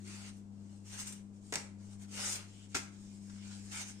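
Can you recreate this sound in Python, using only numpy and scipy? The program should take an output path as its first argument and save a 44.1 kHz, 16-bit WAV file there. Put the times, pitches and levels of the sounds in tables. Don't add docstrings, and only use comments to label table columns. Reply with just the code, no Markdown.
import sys
import numpy as np
from scipy import signal
from scipy.fft import rfft, irfft
from scipy.io import wavfile
from scipy.ndimage import uniform_filter1d

SR = 44100
rng = np.random.default_rng(int(sys.argv[2]) if len(sys.argv) > 2 else 0)


def digitize_waveform(pressure):
    field = np.atleast_2d(pressure).T
    bounded = np.clip(field, -1, 1)
    quanta = np.round(bounded * 32767).astype(np.int16)
    wavfile.write(sys.argv[1], SR, quanta)


N = 176400
TIME, HZ = np.arange(N) / SR, np.fft.rfftfreq(N, 1 / SR)

# (time [s], body [dB], hiss [dB])
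DRAG_STROKES = [
    [(0, -73, -66), (.04, -69.5, -61.5), (.085, -56, -54), (.18, -60.5, -55.5), (.285, -57, -54),
     (.32, -75, -73), (.385, -77, -65), (.42, -81, -80)],
    [(.83, -103, -90), (.89, -62.5, -54), (.94, -52, -47.5), (.965, -55, -49.5), (1.01, -50.5, -42.5),
     (1.05, -55.5, -54), (1.078, -55.5, -44), (1.135, -63.5, -59), (1.22, -80, -88)],
    [(2.07, -84, -80), (2.105, -64, -60.5), (2.134, -55.5, -48), (2.204, -46, -40), (2.276, -46.5, -35.5),
     (2.335, -49.5, -35), (2.356, -50, -40.5), (2.38, -53, -81), (2.438, -62, -80), (2.5, -86, -69)],
    [(3.67, -90, -88.5), (3.706, -76, -64), (3.73, -48.5, -43.5), (3.814, -46.5, -41.5), (3.846, -62, -59),
     (3.895, -55.5, -48.5), (3.932, -67.5, -70), (4, -71, -63.5)],
]
RUB_STROKES = [
    [(.52, -82, -85), (.63, -77, -70.5), (.716, -73.5, -67), (.84, -83, -71.5)],
    [(1.33, -81, -72), (1.372, -78.5, -67.5), (1.405, -89, -81), (1.43, -76.5, -64.5), (1.52, -68.5, -59)],
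    [(1.78, -84, -80), (1.81, -71, -65.5), (1.89, -73, -64), (1.938, -66, -56.5), (1.975, -79, -75),
     (2.005, -72, -60), (2.034, -64.5, -56.5), (2.064, -69, -72)],
    [(2.48, -67, -68), (2.56, -67.5, -60.5), (2.65, -67.5, -63), (2.682, -78, -77), (2.71, -72, -60),
     (2.745, -60, -66)],
    [(2.92, -71, -62.5), (3.05, -69, -60.5), (3.2, -74.5, -63.5), (3.27, -70, -57.5), (3.4, -63.5, -65),
     (3.485, -57.5, -55), (3.555, -59.5, -56.5), (3.636, -67.5, -56), (3.7, -61, -55), (3.76, -82, -80)],
]
# (dull scrape re body [dB], left minus right [dB])
DRAG_GRIP_DB = [(-1.5, -1), (1, 0), (0.5, 0), (-4, -1.5)]
RUB_GRIP_DB = [(8.5, 1), (-16, -1.5), (5.5, 0.61), (-19, -0.41), (-5.5, -1.4)]
# (start [s], length [s], centre [Hz], width [Hz], level [dB])
SLIDE_BANDS = [(0, 0.14, 332, 101, -63), (0.056, 0.27, 1395, 300, -68.5), (.06, 0.254, 4610, 1100, -63),
               (2.101, 0.33, 479, 420, -61.5), (2.165, 0.12, 1480, 220, -55), (2.498, 0.19, 3120, 900, -69),
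               (2.9, 1.8, 5210, 130, -71), (3.433, 0.17, 1430, 170, -73), (3.72, 0.095, 1430, 150, -57),
               (3.733, 0.2, 6360, 700, -55.5)]
# (time [s], level [dB])
SCUFF_EVENTS = [(.07, -58), (.365, -69), (.994, -42.5), (1.068, -45.5), (1.119, -49), (2.014, -57),
                (2.318, -38.5), (2.35, -42)]
TOUCH_EVENTS = [(1.123, -59), (3.296, -56), (3.357, -64)]
# (time [s], crack [dB], puff [dB], crack fade [s])
SLAP_CONTACTS = [
    [(1.5239, -33, -42, 0.0021), (1.5256, -37, -33.5, 0.0082), (1.5381, -31.5, -52, 0.0052),
     (1.544, -43, -40, 0.01), (1.5561, -24, -34, 0.002), (1.56, -43.5, -40, 0.016),
     (1.5875, -67, -48, 0.008)],
    [(2.7452, -39.5, -36, 0.02), (2.749, -31, -44, 0.016), (2.7618, -38, -32, 0.0051),
     (2.7692, -33.5, -43, 0.0047), (2.785, -46, -49, 0.0049)],
]
# (centre [Hz], width [Hz], gain [dB])
AIR_POCKETS = [
    [(178, 160, 6), (490, 480, 4.5), (856, 300, 5.5), (1570, 640, 4.5), (2050, 340, 8)],
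    [(120, 210, 1), (318, 170, 7.5), (706, 250, 1), (1170, 200, 0.5), (1440, 340, 9), (1980, 1800, -6.5)],
]
# (frequency [Hz], relative level [dB])
DRAG_SPECTRUM = [(250, -9.5), (400, -5.5), (500, -7.5), (660, -8), (820, -2.5), (1150, -4), (1410, -3),
                 (1760, -1.5), (2700, -0.5), (4060, -4), (6220, 1), (8590, -1.5), (10400, -16),
                 (15000, -26)]
RUB_SPECTRUM = [(350, -54), (600, -4.5), (863, -3.5), (1400, -3.5), (2600, -1), (3700, -2.5), (5040, 1),
                (7250, 7), (8750, 4), (10200, -12.5), (15000, -22)]
SCUFF_SPECTRUM = [(600, -33), (2000, -5), (5000, -3), (8000, 6.5), (10500, -7.5), (15000, -13.5)]
CRACK_SPECTRUM = [(300, -51), (1000, -14), (1600, -9), (2400, -2.5), (3200, -9), (4500, -6), (7000, -3),
                  (8700, -8.5), (10500, -22.5), (15000, -28)]
ROOM_NOISE_SPECTRUM = [(20, 0), (40, -0.5), (62, -6), (130, -7), (180, 1), (260, -0.5), (360, -5.5),
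                       (520, -13.5), (1000, -18.5), (2000, -30), (4000, -32), (8000, -26.5), (10500, -41.5),
                       (15000, -53)]
# (frequency [Hz], level [dB], left minus right [dB], left lag [rad])
HUM_PARTIALS = [(99.2, -57, 5.5, 0.2), (199.8, -53.5, 7.5, 0.2), (299.4, -72.5, 5, 0.0096)]
# (frequency [Hz], correlation before clipping [-])
ROOM_NOISE_CORRELATION = [(30, 8), (200, 0.63), (500, 0.85), (1200, -0.34), (4000, 0), (15000, 0)]
# (frequency [Hz], left minus right [dB])
ROOM_NOISE_BALANCE = [(30, 1.9), (250, 3), (1000, 3.6), (4000, 0.67), (8000, 1.9), (14000, 1)]
BREAD_BALANCE = [(200, 6), (600, 4), (1200, 2.5), (2500, -0.5), (5000, 2.5), (7000, -1), (8500, 9),
                 (9600, 6.5), (11000, 5.5), (13000, 1)]
# (frequency [Hz], T60 [s])
ROOM_T60 = [(150, 0.24), (500, 0.45), (2000, 0.4), (5000, 0.31), (9000, 0.34), (15000, 0.24)]


def amp(db):
    return 10 ** (np.asarray(db) / 20)


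def unit(x):
    return x / np.sqrt(np.mean(x ** 2) + 1e-20)


def curve(points, hz=HZ):
    f, value = np.transpose(points)
    return np.interp(np.log(hz + 1), np.log(f + 1), value)


def resonance(hz, width_hz):
    return 1 / (1 + (2 * (HZ - hz) / width_hz) ** 2)


def colour(x, shape_db):
    log_gain = np.log(unit(amp(np.maximum(shape_db, shape_db.max() - 90))))
    mirrored = np.concatenate([log_gain, log_gain[-2:0:-1]])
    response = np.exp(np.conj(signal.hilbert(mirrored)))[:len(HZ)]
    return signal.oaconvolve(x, irfft(response, N)[None, :4096], axes=1)[:, :N]


def pan(side_db):
    return amp(np.array([side_db, -side_db]).reshape(2, -1) / 2)


def ports(rows, shared=0.19, lag_s=.00013):
    common = np.array([np.interp(TIME - lag_s, TIME, rows[2]), rows[2]])
    return np.sqrt(shared) * common + np.sqrt(1 - shared) * rows[:2]


def noise(shared=0.19):
    return ports(rng.standard_normal((3, N)), shared)


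def burst(start_s, fade_s, attack_s):
    age_s = np.maximum(TIME - start_s, 0)
    return np.minimum(age_s / attack_s, 1) * np.exp(-np.maximum(age_s - attack_s, 0) / fade_s)


def wander(smooth_s):
    size = max(int(smooth_s * SR), 1)
    return unit(uniform_filter1d(uniform_filter1d(rng.standard_normal(N), size), size))


def room_noise(level_db=-61.5):
    left, other = rfft(rng.standard_normal((2, N)))
    correlation = np.clip(curve(ROOM_NOISE_CORRELATION), -1, 1)
    right = correlation * left + np.sqrt(1 - correlation ** 2) * other
    shape = amp(curve(ROOM_NOISE_SPECTRUM)) * pan(curve(ROOM_NOISE_BALANCE))
    return amp(level_db) * unit(irfft(np.array([left, right]) * shape, N))


def mains_hum(waver=0.22):
    out = np.zeros((2, N))
    for hz, db, side_db, lag_rad in HUM_PARTIALS:
        phase = 2 * np.pi * (hz * TIME + rng.random()) - np.array([[lag_rad], [0]])
        out += amp(db) * pan(side_db) * np.sqrt(2) * np.sin(phase) * (1 + waver * wander(0.23))
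    return out


def friction(strokes, grips, spectrum, body_db, hiss_db):
    slips_per_s, size_spread_db, stick_db = 9000, 2.5, 0.78
    dull_hz, hiss_hz = 1000, 5350
    sizes = amp(size_spread_db * np.minimum(rng.exponential(1, (3, N)), 5))
    signs = rng.choice([-1, 1], (3, N))
    slipping = rng.random((3, N)) < slips_per_s / SR
    slips = ports(unit(sizes * signs * slipping)) * amp(stick_db * wander(0.029))
    dull, body, hiss = np.zeros((3, 2, N))
    for stroke, (dull_db, side_db) in zip(strokes, grips):
        times_s, body_curve_db, hiss_curve_db = np.transpose(stroke)
        pressed = pan(side_db) * np.interp(TIME, times_s, amp(body_curve_db + body_db), 0, 0)
        dull = np.maximum(dull, amp(dull_db) * pressed)
        body = np.maximum(body, pressed)
        hiss = np.maximum(hiss, pan(side_db) * np.interp(TIME, times_s, amp(hiss_curve_db + hiss_db), 0, 0))
    dull_band, below_hiss = 1 / (1 + (HZ / dull_hz) ** 4), 1 / (1 + (HZ / hiss_hz) ** 6)
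    crust = amp(curve(spectrum))
    body_shape, hiss_shape = unit(crust * below_hiss), unit(crust * (1 - below_hiss))
    layers = [(dull, body_shape * dull_band), (body, body_shape * (1 - dull_band)), (hiss, hiss_shape)]
    return irfft(sum(rfft(slips * uniform_filter1d(env, size=300)) * shape for env, shape in layers), N)


def table_bounce(x, echo_db=-14.5, mean_delay_s=0.001403, drift=0.053):
    delay_s = mean_delay_s * (1 + drift * wander(0.22))
    echo = np.array([np.interp(TIME - delay_s, TIME, port) for port in x])
    return (x + amp(echo_db) * echo) / np.hypot(1, amp(echo_db))


def shifting_gap(x, depth_db=2.5):
    frames = signal.stft(x, nperseg=512)[2]
    patches = rng.standard_normal(frames.shape[::-1]).T
    patches = uniform_filter1d(patches + patches.mean(0), size=4, axis=1)
    patches = unit(uniform_filter1d(patches, size=9, axis=2))
    return signal.istft(frames * amp(depth_db * patches), nperseg=512)[1][:, :N]


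def slide_resonances(drift=.008):
    out = np.zeros((2, N))
    for start_s, length_s, hz, width_hz, db in SLIDE_BANDS:
        progress = np.clip((TIME - start_s) / length_s, 0, 1)
        swell = np.sqrt(np.abs(np.sin(np.pi * progress)))
        band = signal.hilbert(irfft(rfft(noise()) * resonance(hz, width_hz), N))
        detune = np.exp(2j * np.pi * np.cumsum(hz * drift * wander(0.1177)) / SR)
        out += amp(db) * swell * unit((band * detune).real)
    return out


def rim_scuffs():
    envelope = sum(amp(db) * burst(s, fade_s=0.013, attack_s=0.0069) for s, db in SCUFF_EVENTS)
    return colour(noise() * envelope, curve(SCUFF_SPECTRUM))


def finger_touches():
    envelope = sum(amp(db) * burst(s, fade_s=.008, attack_s=0.0027) for s, db in TOUCH_EVENTS)
    shape_db = curve([(400, -27), (1400, 10.0), (2200, -3.5), (7000, 3), (12000, -45)])
    return colour(noise() * envelope, shape_db)


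def slap(contacts, pocket, puff_top_hz=2930):
    crack_power, puff_power = np.zeros((2, N))
    for start_s, crack_db, puff_db, fade_s in contacts:
        crack_power += (amp(crack_db) * burst(start_s, fade_s, attack_s=0.000099)) ** 2
        puff_power += (amp(puff_db) * burst(start_s, fade_s * 0.72, attack_s=0.00031)) ** 2
    pocket_power = sum((amp(db) * resonance(hz, width_hz)) ** 2 for hz, width_hz, db in pocket)
    pocket_db = 10 * np.log10(pocket_power / (1 + (HZ / puff_top_hz) ** 2))
    crack = colour(noise(shared=0.4) * np.sqrt(crack_power), curve(CRACK_SPECTRUM))
    puff = colour(noise(shared=0.9) * np.sqrt(puff_power), pocket_db)
    return crack + puff


def kitchen(x, wet_db, predelay_s=0.0012):
    hz, age_s, frames = signal.stft(rng.standard_normal((2, SR // 2)), SR, nperseg=256)
    decay = amp(-60 * age_s / curve(ROOM_T60, hz)[:, None])
    tail = signal.istft(frames * decay, SR, nperseg=256)[1]
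    tail *= np.clip(np.arange(tail.shape[1]) / SR / predelay_s - 1, 0, 1)
    return x + amp(wet_db) * signal.fftconvolve(x, tail / np.linalg.norm(tail[0]), axes=1)[:, :N]


def scene():
    drags = friction(DRAG_STROKES, DRAG_GRIP_DB, DRAG_SPECTRUM, body_db=-0.5, hiss_db=-4.5)
    rubs = friction(RUB_STROKES, RUB_GRIP_DB, RUB_SPECTRUM, body_db=-1, hiss_db=-6.5)
    landings = sum(slap(contacts, pocket) for contacts, pocket in zip(SLAP_CONTACTS, AIR_POCKETS))
    rustle = shifting_gap(table_bounce(drags + rubs + rim_scuffs())) + slide_resonances()
    bread = kitchen(rustle, wet_db=-8.5) + kitchen(landings + finger_touches(), wet_db=-5.5)
    return irfft(rfft(bread) * pan(curve(BREAD_BALANCE)), N) + room_noise() + mains_hum()


def record(dry):
    cutoff_hz = 15400
    lowpass = signal.firwin(511, cutoff_hz, window=("kaiser", 9), fs=SR)
    return signal.oaconvolve(dry, lowpass[None], "same")


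dry = scene()
out = record(dry)
digitize_waveform(out)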